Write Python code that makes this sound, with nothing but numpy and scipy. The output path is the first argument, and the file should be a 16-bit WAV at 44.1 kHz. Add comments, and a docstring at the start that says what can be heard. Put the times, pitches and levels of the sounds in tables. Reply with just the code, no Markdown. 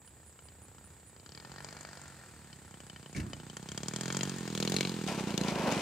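"""A small model plane glides in over a field with its single-cylinder engine near idle, blips the throttle
three times, lands and rolls past on the asphalt. Each firing is a filtered pulse (muffler thump, pipe putter)
with bursts of noise for rasp, propeller wash and crack; hard firings crack loudest.
Insects sing as a noise chorus and modulated sines over a faint rumble and hum. A short scuff (noise) and
dull thud (decaying sines) bump the microphone once; noise and ringing modes make the wheels."""
import sys
import numpy as np
from scipy import signal
from scipy.fft import rfft, irfft, next_fast_len
from scipy.io import wavfile

SR = 44100
rng = np.random.default_rng(int(sys.argv[2]) if len(sys.argv) > 2 else 0)


def master_out(mix):
    """Clip the mix to full scale and print it as 16-bit PCM to the path in sys.argv[1]."""
    frames = np.transpose(np.atleast_2d(mix))
    ceiling = np.clip(frames, -1, 1)
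    pcm = np.round(ceiling * 32767).astype(np.int16)
    wavfile.write(sys.argv[1], SR, pcm)


N = 256220
T = np.arange(N) / SR


def amp(db):
    """Decibels to gain."""
    return 10 ** (np.asarray(db) / 20)


def unit(x):
    """Scales to rms 1."""
    return x / np.sqrt(np.mean(x ** 2) + 1e-20)


def read(points, hz):
    """Reads a spectrum on a log-frequency axis."""
    f, value = np.transpose(points)
    return np.interp(np.log(hz + 1), np.log(f + 1), value)


def follow(rows, t, outside=None):
    """Reads a curve at the times t."""
    s, value = np.transpose(rows)
    return np.interp(t, s, value, left=outside, right=outside)


def add(mix, start_s, sound):
    """Mixes a sound in at start_s."""
    part = mix[..., max(round(start_s * SR), 0):][..., :sound.shape[-1]]
    part += sound[..., :part.shape[-1]]


def filtered(x, kind, order, hz):
    """Butterworth filter."""
    return signal.sosfilt(signal.butter(order, hz, kind, fs=SR, output="sos"), x)


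# plane's level at the left port against the right: freq_hz, left_minus_right_db
PORT_LEVEL = [(100, -3), (400, -4), (750, -3), (1300, 3.5), (2400, 5), (4400, 7), (6700, 7.5), (8200, -4.5),
              (14000, -2)]
# plane's phase between the ports: freq_hz, left_lead_rad
PORT_LEAD = [(0, 1), (700, -0.5), (1210, 1.5), (2240, -0.1), (5000, -0.2), (6700, 0.8), (7400, -4.5),
             (8600, -1.5), (16000, -3)]


def colour(x, tone, side=0.):
    """Stereo minimum-phase filter of unit energy; side scales the plane's level and phase between the ports."""
    size, lead = 8192, 32  # samples
    hz = np.fft.rfftfreq(size, 1 / SR)
    ports = side * np.array([[.5], [-.5]])
    db = read(tone, hz) + ports * read(PORT_LEVEL, hz)
    log_gain = np.log(amp(np.concatenate([db, db[:, -2:0:-1]], axis=1)))
    causal = np.exp(np.conj(signal.hilbert(log_gain)))[:, :len(hz)]
    shifted = causal * np.exp(1j * ports * read(PORT_LEAD, hz))
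    taps = np.roll(irfft(shifted), lead, axis=1)[:, :size // 2]
    taps /= np.linalg.norm(taps.mean(axis=0))
    return signal.oaconvolve(np.broadcast_to(x, (2, N)), taps, axes=1)[:, lead:N + lead]


# likeness of turbulence at the two ports: freq_hz, correlation
PORT_CORRELATION = [(100, 0.97), (600, 0.93), (1500, 0.99), (3200, 0.66), (6800, 0.35), (12000, 1)]


def air():
    """White noise at both ports, correlated by frequency."""
    size = next_fast_len(N)
    a, b = rfft(rng.standard_normal((2, size)))
    same = np.clip(read(PORT_CORRELATION, np.fft.rfftfreq(size, 1 / SR)), -1, 1)
    return irfft(np.array([a, same * a + np.sqrt(1 - same ** 2) * b]), size)[:, :N]


def drift(per_s):
    """Slow random wander of rms 1."""
    spectrum = rfft(rng.standard_normal(N))
    return unit(irfft(spectrum * np.exp(-(np.fft.rfftfreq(N, 1 / SR) / per_s) ** 2), N))


def clicks(times, sizes):
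    """A train of single impulses."""
    return np.bincount(np.clip(np.round(times * SR).astype(int), 0, N + 1), sizes, N + 2)[:N]


def puffs(train, decay_s):
    """Each impulse releases a decaying burst of turbulence; its energy does not depend on decay_s."""
    keep = np.exp(-2 / (decay_s * SR))
    return air() * np.sqrt(signal.lfilter([1 - keep], [1, -keep], train ** 2 + 1e-24))


def fizz(train, decay_s):
    """Fine turbulence: puffs without their bass, so the pulse below them stays clean."""
    return filtered(puffs(train, decay_s), "high", 2, 1500)


def rounded(train):
    """A pressure front loses its sharpest edge on its way over the grass."""
    return filtered(train, "low", 1, 3800)


def envelope(start_s, level_db, attack_s, fade_db_per_s):
    """A sound rises to its level, then fades."""
    t = T - start_s
    return np.clip(t / attack_s, 0, 1) * amp(level_db - fade_db_per_s * np.maximum(t - attack_s, 0))


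# crankshaft speed: time_s, firings_per_s
CRANK_SPEED = [(0.0, 34.68), (0.175, 31.87), (0.629, 30.36), (0.883, 32.58), (1.185, 28.95), (1.538, 46.39),
               (1.781, 49.66), (2.086, 46.88), (2.334, 38.3), (2.612, 33.06), (3.211, 29.11), (3.56, 30.85),
               (3.812, 35.94), (4.226, 48.18), (4.576, 39.12), (4.82, 47.57), (5.315, 28.05),
               (5.451, 28.38), (5.706, 22.64), (5.81, 23.84)]
FULL_PULL = 37  # firings/s gained each second


def pick_up(times, over_s=0.19, lag_s=0.013):
    """How fast the engine gains or loses speed, in firings/s each second, limited to full pull."""
    late = times - lag_s
    gained = follow(CRANK_SPEED, late + over_s / 2) - follow(CRANK_SPEED, late - over_s / 2)
    return np.clip(gained / over_s, -FULL_PULL, FULL_PULL)


# plane's distance: time_s, distance_m
PLANE_DISTANCE = [(0, 111), (1.2, 90), (2.1, 77.2), (3.1, 53), (3.75, 42.5), (4.25, 30.9), (4.8, 27.3),
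                  (5.35, 20.8), (5.81, 21.9)]
# plane's approach: time_s, nearness (0 far and head-on, 1 near and side-on)
NEARNESS = [(2.2, 0.083), (3.6, 0.38), (4.2, 0.53), (4.7, 0.84)]
IDLE_PER_S, REFERENCE_M = 30, 50


def loudness(law, times):
    """An engine sound grows as the plane nears, as the engine runs faster and as it pulls: dB."""
    idle_db, distance_db, head_on_db, side_on_db, pull_db = law
    speed_db = head_on_db + (side_on_db - head_on_db) * follow(NEARNESS, times)
    doublings_away = np.log2(follow(PLANE_DISTANCE, times) / REFERENCE_M)
    doublings_fast = np.log2(follow(CRANK_SPEED, times) / IDLE_PER_S)
    return idle_db - distance_db * doublings_away + speed_db * doublings_fast + pull_db * pick_up(times)


def turning(x, far_tone, near_tone):
    """The exhaust changes colour as the plane comes near and turns its side."""
    near = np.clip(follow(NEARNESS, T), 0, 1)
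    return colour(x * (1 - near), far_tone, side=0.95) + colour(x * near, near_tone, side=0.73)


# loud pops that stand out of the crackle: time_s, body_db, bite_db, treble_db
LOUD_POPS = [(0.076, -63, -64.5, -70), (0.39, -55, -63, -79), (0.485, -66, -59.5, -77),
             (0.782, -57.5, -65, -70), (1.163, -59, -64, -76), (1.197, -63, -59, -72),
             (1.261, -53, -53.5, -60), (1.292, -66, -55, -67), (1.32, -71, -54, -65),
             (1.3485, -55, -48.5, -68), (1.375, -49, -52.5, -62), (1.4, -48.5, -53, -62),
             (1.4485, -45.5, -52, -73), (1.4948, -51, -68, -72), (1.517, -45.5, -53, -60),
             (1.5605, -49, -56, -71), (1.5823, -46, -53, -68), (1.6044, -47, -55, -64),
             (1.645, -41, -50, -47), (1.686, -48.5, -48.5, -57), (1.7265, -46, -54.5, -54),
             (1.767, -47.5, -50, -61), (1.8485, -44.5, -53, -64), (1.889, -51, -59, -58),
             (1.9304, -50, -54, -57), (1.972, -47.5, -52.5, -63), (2.0564, -54, -59, -68),
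             (2.529, -57, -53.5, -63), (2.741, -48.5, -65, -66), (2.803, -48.5, -66, -53),
             (2.898, -47, -52.5, -58), (2.961, -50, -55, -81), (3.06, -52, -58, -76),
             (3.332, -42.5, -49, -47), (3.499, -59, -54.5, -51), (3.568, -42, -58, -39),
             (3.688, -45, -45.5, -46), (3.718, -46, -53, -42), (3.776, -41, -43.5, -36),
             (3.832, -41.5, -50, -41), (3.883, -43.5, -52, -32), (3.936, -41.5, -50, -40),
             (3.961, -43.5, -43, -34), (4.01, -39, -50, -34), (4.057, -38, -47.5, -39),
             (4.08, -39, -48, -38), (4.103, -36, -42.5, -48), (4.147, -37, -43, -40),
             (4.168, -37, -46, -31.5), (4.209, -37.5, -39.5, -44), (4.2321, -38.5, -49, -31.5),
             (4.477, -40.5, -49, -42), (4.55, -40, -44, -35), (4.576, -40.5, -42.5, -37.5),
             (4.6005, -38, -46, -31.5), (4.626, -39, -35, -33.5), (4.65, -37.5, -38, -36),
             (4.675, -39, -33.5, -38), (4.7203, -36, -35.5, -32), (4.741, -37, -44, -33),
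             (4.765, -36.5, -31.5, -29.5), (4.785, -46, -38, -50), (4.8082, -34, -32.5, -30),
             (4.85, -40, -36.5, -47), (5.377, -45, -33.5, -33.5), (5.412, -62, -45, -38.5),
             (5.482, -51, -39, -41), (5.723, -35, -49, -35.5)]
START_TURN = .393  # turns
PULL_HARDENS = 0.071  # hardness of the turns between at full pull, 0-1


def firings(front_s=0.00055):
    """One firing a turn: times, indices of the loud pops, hardness (0-1).

    After a pop every second turn fires hard; pulling hardens the turns between, running down weakens the hard ones."""
    turns = START_TURN + np.cumsum(follow(CRANK_SPEED, T)) / SR
    times = T[1:][np.diff(np.floor(turns)) > 0]
    pop_times = np.array(LOUD_POPS)[:, 0] + front_s
    pops = abs(times[:, None] - pop_times).argmin(axis=0)
    slip_s = pop_times - times[pops]
    times[pops] += np.where(abs(slip_s) > .001, slip_s, 0)
    turn = np.arange(len(times))
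    since_pop = turn - np.maximum.accumulate(turn * np.isin(turn, pops))
    pull = pick_up(times) / FULL_PULL
    between = np.clip(PULL_HARDENS, 0, 1) * np.maximum(pull, 0) ** 2
    return times, pops, np.where(since_pop % 2, between, 1 + np.minimum(pull, 0))


def smear(x, below_hz):
    """The muffler's chambers hold the bass back a little (all-pass), which rounds each pulse."""
    keep = np.exp(-2 * np.pi * below_hz / SR)
    return signal.lfilter([-keep, 1], [1, -keep], x)


# thump loudness law: idle_db (at REFERENCE_M), loss_db_per_distance_doubling,
# head_on_db_per_speed_doubling, side_on_db_per_speed_doubling, db_per_pick_up (firings/s each second)
THUMP_LAW = (-52.5, 14.5, 7.5, 6.5, 0.0522)
# booming turns as the engine slows on the runway: time_s, added_db
BOOMING_TURNS = [(5.275, 0), (5.343, 1), (5.413, 1.5), (5.449, 0.5), (5.52, 2.5), (5.68, 3.5), (5.768, 3.5)]
# thump spectrum, far: freq_hz, rel_db
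THUMP_FAR_TONE = [(30, -57), (65, -28), (95, -2), (140, 3), (175, 1), (225, -3.5), (280, -10.5), (345, -10),
                  (470, -17.5), (640, -12), (1100, -27), (2500, -58), (8000, -107)]
# thump spectrum, near: freq_hz, rel_db
THUMP_NEAR_TONE = [(30, -31), (65, -10.5), (100, -10.5), (140, -5), (190, 6.5), (240, -3.5), (285, -2.5),
                   (350, -3), (480, -7), (620, -24), (800, -14), (1150, -31), (2500, -63), (8000, -102.5)]


def thumps(times, hard, share, hard_db=2.0, echo_s=0.0147, echo_db=-17.5, lag_s=0.00058):
    """Each pressure pulse booms in the muffler; one echo and some scatter come back from the field."""
    db = loudness(THUMP_LAW, times) + .8 * rng.standard_normal(len(times))
    for s, boom_db in BOOMING_TURNS:
        db[abs(times - s).argmin()] += boom_db
    sizes = share * amp(db + hard_db * hard)
    train = clicks(times + lag_s, sizes)
    scatter = amp(-15) * puffs(train, decay_s=.07)
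    echo = clicks(times + echo_s, sizes * amp(echo_db))
    pulse = smear(train + echo, below_hz=253.0)
    return turning(scatter - pulse, THUMP_FAR_TONE, THUMP_NEAR_TONE)


# putter loudness law: columns as THUMP_LAW
PUTTER_LAW = (-59.5, 7.5, 1.5, 6, 0.1343)
# putter spectrum, far: freq_hz, rel_db
PUTTER_FAR_TONE = [(150, -24), (330, -13), (470, 3), (660, -1), (880, -3.5), (1130, -15), (2500, -34)]
# putter spectrum, near: freq_hz, rel_db
PUTTER_NEAR_TONE = [(120, -28), (300, -2), (440, -1), (540, -7.5), (650, -13.5), (850, -8), (1150, -25),
                    (2500, -48.5)]


def putter(times, share, lag_s=0.00057):
    """The exhaust pipe gives a short hollow note at each firing, uneven at idle and steadier at speed."""
    uneven_db = 1.4 * (IDLE_PER_S / follow(CRANK_SPEED, times)) ** 2
    db = loudness(PUTTER_LAW, times) + uneven_db * rng.standard_normal(len(times))
    return turning(-clicks(times + lag_s, share * amp(db)), PUTTER_FAR_TONE, PUTTER_NEAR_TONE)


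# muffler's metal modes: freq_hz, head_on_rel_db, side_on_rel_db, t60_s
MUFFLER_MODES = [(870, -2.5, 17, 0.0063), (1380, 1.5, -32, 0.048), (1850, 6, -7, 0.045),
                 (2267, 9, 11, 0.029), (4077, -2, 17, 0.035), (6850, 7, 3, 0.011)]


def ring(x, uneven_db=3.5):
    """The muffler's metal modes ring; their mix shifts as the plane turns its side and wanders at random."""
    t, side_on = T[:SR // 10], np.clip(follow(NEARNESS, T), 0, 1) ** 2
    modes = np.array([amp(-60 * t / t60_s) * np.cos(2 * np.pi * hz * t) for hz, _, _, t60_s in MUFFLER_MODES])
    modes /= np.linalg.norm(modes * amp(np.array(MUFFLER_MODES)[:, 1:2]))
    ringing = 0
    for mode, (_, head_db, side_db, _) in zip(modes, MUFFLER_MODES):
        mode_db = head_db + (side_db - head_db) * side_on + uneven_db * drift(8.5)
        ringing = ringing + signal.oaconvolve(x * amp(mode_db), mode[None], axes=1)[:, :N]
    return ringing


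# rasp loudness law: columns as THUMP_LAW; level_db is added
RASP_LAW = (-58, 10, 19, 3.5, 0.0254)
# rasp spectrum: freq_hz, rel_db
RASP_SPECTRUM = [(150, -53), (400, 9), (650, 12), (850, 11), (1170, 1.5), (1450, 8.5), (1820, 8),
                 (2080, -23), (2330, 2), (2750, -11), (4700, -21), (7000, -17), (10000, -6), (16000, -10)]


def rasp(times, share, level_db=-10.5, uneven_db=1.5, ring_db=-9.5):
    """The sharp edge of each pulse, alike from turn to turn, with a puff of escaping gas behind it."""
    db = loudness(RASP_LAW, times) + uneven_db * rng.standard_normal(len(times))
    train = clicks(times, share * amp(db + level_db))
    gas = amp(-6) * fizz(train, decay_s=.007) - rounded(train)
    return colour(gas + amp(ring_db) * ring(gas), RASP_SPECTRUM, side=0.31)


# propeller wash loudness law: columns as THUMP_LAW
WASH_LAW = (-60.5, 8.5, 8.5, 10.5, 0.0281)
# loudness law of the roar thrown ahead: columns as THUMP_LAW
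ROAR_LAW = (-64, 16, 27.5, 8, 0.0338)
# wash spectrum: freq_hz, rel_db
WASH_SPECTRUM = [(300, -13), (900, 6), (1700, 0.5), (2500, 2), (3400, 1), (4700, 0.5), (5800, -4.5),
                 (7200, 3.5), (8500, -2), (10500, -15), (16000, -15)]
# roar spectrum: freq_hz, rel_db
ROAR_SPECTRUM = [(250, -27), (500, 4), (1000, -3.5), (1500, 3.5), (1850, 1.5), (2100, -2), (2300, -21),
                 (2700, -19), (3600, -37), (4100, -5), (4900, -3.5), (5800, -12), (10000, -27)]


def wash(times, share):
    """Propeller turbulence surges with each power stroke; seen head-on at speed it roars."""
    train = clicks(times, share * amp(loudness(WASH_LAW, times)))
    head_on = (1 - follow(NEARNESS, times)) ** 2
    ahead = clicks(times, share * amp(loudness(ROAR_LAW, times)) * head_on)
    surge = colour(puffs(train, decay_s=0.037), WASH_SPECTRUM, side=0.59)
    return surge + colour(puffs(ahead, decay_s=0.071), ROAR_SPECTRUM, side=0.5)


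# crackle loudness law of hard firings: columns as THUMP_LAW
CRACKLE_LAW = (-56.5, 14, 22.5, 22.5, 0.1579)
WEAK_TURN_DB = -10.5  # against a hard turn
# make-up of an ordinary crack: body_db, bite_db, treble_db
HEAD_ON_DB, SIDE_ON_DB = (-1.5, -20.5, 1.5), (-22, -2.5, -4)


def crack_levels(times, pops, hard, colour_db=5.0):
    """Body, bite and treble of every firing's crack, in dB; no two are quite alike."""
    chance = rng.standard_normal((len(times), 4))
    db = loudness(CRACKLE_LAW, times) + WEAK_TURN_DB * (1 - hard) + 1.4 * chance[:, 0]
    near = follow(NEARNESS, times)[:, None]
    make_up_db = (1 - near) * HEAD_ON_DB + near * SIDE_ON_DB
    bands_db = db[:, None] + make_up_db + colour_db * chance[:, 1:]
    bands_db[pops] = np.array(LOUD_POPS)[:, 1:]
    return bands_db


# gas resonance in the muffler: time_s, pitch_hz, rel_db (against the crack)
GAS_PING = [(0.1, 3006, -4.5), (1.3, 3095, -13), (2.0, 3060, -31), (2.501, 3056, -5.5), (3.353, 3018, 0),
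            (3.8, 3262, -6), (4.3, 3190, -7), (4.8, 3280, -20), (5.4, 2920, -11)]


def ping(train, t60_s=0.036):
    """Each crack rings the gas in the muffler at a pitch that moves with its heat."""
    rows, keep = np.array(GAS_PING), amp(-60 / (t60_s * SR))
    dying = signal.lfilter([np.sqrt(2 * (1 - keep ** 2))], [1, -keep], train + 1e-18)
    phase = 2 * np.pi * np.cumsum(follow(rows[:, :2], T)) / SR
    return dying * amp(follow(rows[:, ::2], T)) * np.sin(phase)


# crack spectrum, far: freq_hz, rel_db
CRACK_FAR_TONE = [(200, -14.5), (520, 10), (1100, 3.5), (1800, -3.5), (2080, -11.5), (2300, -5.5),
                  (2750, -7.5), (3120, 2.5), (3600, -7.5), (4080, 2.5), (4400, 6), (4850, 11), (5300, 2.5),
                  (5750, 0.5), (6500, 2.5), (7100, 10.5), (9000, -2), (15000, -35.5)]
# crack spectrum, near: freq_hz, rel_db
CRACK_NEAR_TONE = [(200, 11.5), (600, 16), (1150, -5), (1750, 3), (2350, 1.5), (2750, 8.5), (3270, 7.5),
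                   (3600, 12), (4050, 7), (5000, 5.5), (5500, -0.5), (6750, 6), (7600, -2.5), (10000, -5.5),
                   (15000, -10)]


def cracks(times, levels_db, front_db=-9.5, band_db=(-2., 0., -1.), tail_db=-17.0, ring_db=-14.5,
           bounce_s=.0042, bounce_db=-13.5):
    """A shock front and a short spit of gas set the metal ringing and scatter off the ground."""
    train = clicks(times, np.ones(len(times)))
    front = amp(front_db) * rounded(train)
    gas = fizz(train, decay_s=.0028)
    gas += amp(bounce_db) * fizz(clicks(times + bounce_s, np.ones(len(times))), decay_s=0.0022)
    spit = gas + amp(tail_db) * fizz(train, decay_s=0.043) - front
    sound = turning(spit + amp(ring_db) * ring(spit), CRACK_FAR_TONE, CRACK_NEAR_TONE)
    sound = sound + ping(train) * amp([[2.], [-2.5]])
    body, dull = (signal.sosfiltfilt(signal.butter(3, hz, fs=SR, output="sos"), sound) for hz in (2100, 5600))
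    # band levels hold from just before each crack until the next
    latest = np.maximum(np.searchsorted(times - .002, T) - 1, 0)
    duty = len(times) * .008 * SR / N
    gains = amp(levels_db + band_db) * np.sqrt(duty)
    return sum(unit(band) * gain[latest] for band, gain in zip((body, dull - body, sound - dull), gains.T))


def engine():
    """Thump, putter, rasp, wash and cracks on one crankshaft."""
    times, pops, hard = firings()
    share = np.sqrt(SR / follow(CRANK_SPEED, times))  # a pulse carries the energy of a whole turn
    exhaust = thumps(times, hard, share) + putter(times, share) + rasp(times, share)
    return exhaust + wash(times, share) + cracks(times, crack_levels(times, pops, hard))


# faint low hum from far away: pitch_hz, level_db (both wander)
FAR_HUM = [(75.4, -70.5)]
# field spectrum: freq_hz, rel_db
FIELD_SPECTRUM = [(20, -30), (40, -17), (60, 0.5), (77, 3.5), (100, -1.5), (180, -10.5), (300, -11.5),
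                  (700, -21), (1600, -22.5), (3000, -34), (5800, -42), (9600, -28), (11000, -34),
                  (16000, -37)]


def field(level_db=-58.5):
    """Distant rumble and the hush of open air as coloured noise, and a wavering sine hum."""
    hum = 0
    for hz, db in FAR_HUM:
        gain = np.sqrt(2) * amp(db + 2. * drift(2.3))
        hum = hum + gain * np.sin(2 * np.pi * np.cumsum(hz + 1.14 * drift(3.2)) / SR)
    return colour(air(), FIELD_SPECTRUM, side=0.61) * amp(level_db + drift(8.1)) + hum


# near bush cricket's six chirps: mid_s
NEAR_CHIRPS = [0.077, .28, .456, .639, .86, 1.084]
CHIRP_HZ, CHIRP_DB = 9590, -59.5
# farther bush cricket: leaves out some beats, slowly grows louder
ANSWER_FROM_S, ANSWER_EVERY_S, ANSWER_SHARE, ANSWER_HZ = 1.02, 0.19, 0.68, 10070
ANSWER_DB, ANSWER_RISE_DB_PER_S = -74, 3


def chirp_rows(loose_s=0.072):
    """Both bush crickets' chirps: mid_s, pitch_hz, level_db."""
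    beats = ANSWER_FROM_S + ANSWER_EVERY_S * np.arange(20) + loose_s * rng.standard_normal(20)
    answers = beats[rng.random(len(beats)) < ANSWER_SHARE]
    rows = [(s, CHIRP_HZ, CHIRP_DB) for s in NEAR_CHIRPS]
    for s in answers:
        rows.append((s, ANSWER_HZ, ANSWER_DB + ANSWER_RISE_DB_PER_S * (s - ANSWER_FROM_S)))
    return rows


# chorus spectrum: freq_hz, rel_db
CHORUS_SPECTRUM = [(3000, -46), (6200, -69), (7000, 5.5), (7400, -0.5), (7800, 6.5), (8300, 1.5),
                   (8900, -18), (12000, -15)]
# swell of the cricket's trill: time_s, gain_db
TRILL_GAIN = [(.8, -11.5), (2.3, -2), (3.5, -1.5)]


def insects(chorus_db=-62.5, trill_db=-67.5, trill_top_hz=8420.0, trill_per_s=32.6, chirp_s=.06,
            strokes_per_s=114.0):
    """A far noise chorus, one cricket's trill of arched sine notes, and bush crickets' buzzy chirps."""
    chorus_gain = amp(chorus_db + 0.38 * drift(50.) + np.array([[-1.], [1.5]]))
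    chorus = colour(rng.standard_normal((2, N)), CHORUS_SPECTRUM) * chorus_gain
    stroke = np.sin(np.pi * np.cumsum(trill_per_s + 0.15 * drift(3.4)) / SR) ** 2
    pitch_hz = trill_top_hz - 410.0 * (1 - stroke) + 26.5 * drift(135.0)
    trill = unit(stroke ** 2 * np.sin(2 * np.pi * np.cumsum(pitch_hz) / SR))
    trill = trill * amp(trill_db + np.array([[-2.], [2.5]])) * amp(follow(TRILL_GAIN, T))
    chirps, t = np.zeros(N), T[:int(chirp_s * SR)]
    wings = signal.windows.tukey(len(t), .7) * (1 + 0.79 * np.sin(2 * np.pi * strokes_per_s * t))
    for mid_s, hz, db in chirp_rows():
        teeth = np.cumsum(hz + 570.0 * rng.standard_normal(len(t))) / SR  # uneven file teeth blur the pitch
        add(chirps, mid_s - chirp_s / 2, amp(db) * unit(wings * np.sin(2 * np.pi * teeth)))
    return chorus + trill + chirps * amp([[-10.], [0.]])


def note(hz, db, t60_s, rise_s):
    """One struck mode: a decaying sine with a soft onset."""
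    t = T[:SR // 3]
    return amp(db - 60 * t / t60_s) * (1 - np.exp(-t / rise_s)) * np.sin(2 * np.pi * hz * t)


# dull knocks within the bump: start_s, pitch_hz, level_db, t60_s
DULL_KNOCKS = [(3.165, 276, -28.5, 0.11), (3.172, 140, -27.5, 0.15), (3.175, 243, -38, 0.15),
               (3.198, 91, -28.5, 0.17), (3.207, 61, -35, 0.22), (3.219, 125, -36, 0.22),
               (3.235, 198, -31, 0.082)]
# scuffs of the rustle: start_s, level_db, casing_ring_db
RUSTLE_SCUFFS = [(3.148, -48, -35), (3.163, -41, -43), (3.178, -49.5, -38), (3.2, -47, -41)]
# bump rumble spectrum: freq_hz, rel_db
BUMP_SPECTRUM = [(20, -33), (55, 2), (110, 1), (210, 3.5), (310, -4), (420, -13.5), (700, -21.5),
                 (1500, -20), (4000, -53)]
# rustle spectrum: freq_hz, rel_db
RUSTLE_SPECTRUM = [(500, -53), (1400, -16), (1800, 8.5), (2050, 2), (2240, 11), (2450, -6), (2700, 5),
                   (3100, -8), (4800, -4), (8000, -5), (16000, -26)]
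BUMP_S, BUMP_DB, BUMP_ATTACK_S, BUMP_FADE_DB_PER_S = 3.148, -36, 0.01, 73
CASE_HZ, CASE_T60_S = 2250, 0.028


def bump():
    """Scuffs that make the casing ring, a few dull knocks and a rumble right at the microphone."""
    rumble_gain = envelope(BUMP_S, BUMP_DB, BUMP_ATTACK_S, BUMP_FADE_DB_PER_S)
    knocks = colour(air(), BUMP_SPECTRUM, side=1) * rumble_gain
    for s, hz, db, t60_s in DULL_KNOCKS:
        add(knocks, s, note(hz, db, t60_s, rise_s=0.0064))
    for s, _, ring_db in RUSTLE_SCUFFS:
        add(knocks, s, note(CASE_HZ, ring_db, CASE_T60_S, rise_s=0.00095))
    scuffs = sum(envelope(s, db, attack_s=0.0012, fade_db_per_s=623.0) for s, db, _ in RUSTLE_SCUFFS)
    return knocks + colour(air() * amp(2. * drift(250.)), RUSTLE_SPECTRUM, side=0.56) * scuffs


# wheels skip on the asphalt: start_s, rel_db
WHEEL_SKIPS = [(5.073, -39), (5.178, -46.5), (5.273, -46.5)]
# then stay down and roll: time_s, drum_rel_db, scrub_rel_db
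WHEEL_ROLL = [(5.375, -51.5, -58), (5.49, -40, -41), (5.559, -40, -46.5), (5.68, -32.5, -40.5),
              (5.745, -38.5, -37.5), (5.81, -38.5, -40)]


def contact(attack_s=0.0093, fade_db_per_s=109.0):
    """How hard the wheels drum and scrub: a few skips, then the roll."""
    skips = sum(envelope(s, db, attack_s, fade_db_per_s) for s, db in WHEEL_SKIPS)
    roll = np.array(WHEEL_ROLL)
    drumming = skips + amp(follow(roll[:, :2], T, -120))
    return drumming, skips + amp(follow(roll[:, ::2], T, -120))


# hollow airframe modes: freq_hz, width_hz, rel_db
AIRFRAME_MODES = [(551, 74, 1), (684, 87, -7), (966, 59, -8), (1350, 30, -9), (2440, 32, -14),
                  (2880, 73, -21)]
# drumming spectrum: freq_hz, rel_db
DRUM_SPECTRUM = [(100, -38), (240, 6), (480, -3.5), (640, -0.5), (960, 0.5), (1220, -8), (1500, -7),
                 (2200, -15), (3000, -15), (5000, -35.5)]
# tyre scrub spectrum: freq_hz, rel_db
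SCRUB_SPECTRUM = [(400, -3), (1500, -2.5), (2450, 6.5), (3400, 0.5), (4700, 0.5), (6800, -3.5), (9000, -6),
                  (12000, -15), (16000, -28)]
# landing gear knocks: start_s, rel_db
GEAR_KNOCKS = [(5.0757, -21.5), (5.092, -52), (5.436, -20.5), (5.7134, -32)]


def wheels(drum_db=1.0, modes_db=-2.5, scrub_db=-2.0, grit_db=3.0, knock_db=9.0):
    """Tyres scrub over grit and drum the hollow airframe; the landing gear knocks as noise bursts."""
    (drumming, scrubbing), t = contact(), T[:SR // 8]
    jolts = unit(amp(1.5 * drift(60.)))
    road = air() * jolts
    modes = 0
    for hz, width_hz, db in AIRFRAME_MODES:
        decay = np.exp(-np.pi * width_hz * t)
        modes = modes + amp(db) * np.sqrt(width_hz) * decay * np.sin(2 * np.pi * hz * t)
    hollow = signal.oaconvolve(air() * jolts, modes[None] / np.linalg.norm(modes), axes=1)[:, :N]
    drum = (amp(drum_db) * colour(road, DRUM_SPECTRUM, side=0.42) + amp(modes_db) * hollow) * drumming
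    grit = unit(air() * amp(grit_db * drift(170.0)))
    scrub = colour(grit, SCRUB_SPECTRUM, side=0.97) * amp(scrub_db) * scrubbing
    s, db = np.transpose(GEAR_KNOCKS)
    knocks = puffs(clicks(s, amp(db + knock_db)), decay_s=0.0024)
    return drum + scrub + colour(knocks, CRACK_NEAR_TONE, side=1)


def scene():
    """The plane and the field around it."""
    return engine() + wheels() + bump() + insects() + field()


def record(dry, low_cut_hz=59.0, edge_hz=15700):
    """The microphone's low cut and the recorder's band limit."""
    thin = filtered(dry, "high", 2, low_cut_hz)
    band_limit = signal.firwin(255, edge_hz, window=("kaiser", 9), fs=SR)
    return signal.oaconvolve(thin, band_limit[None], "same")


dry = scene()
out = record(dry)
master_out(out)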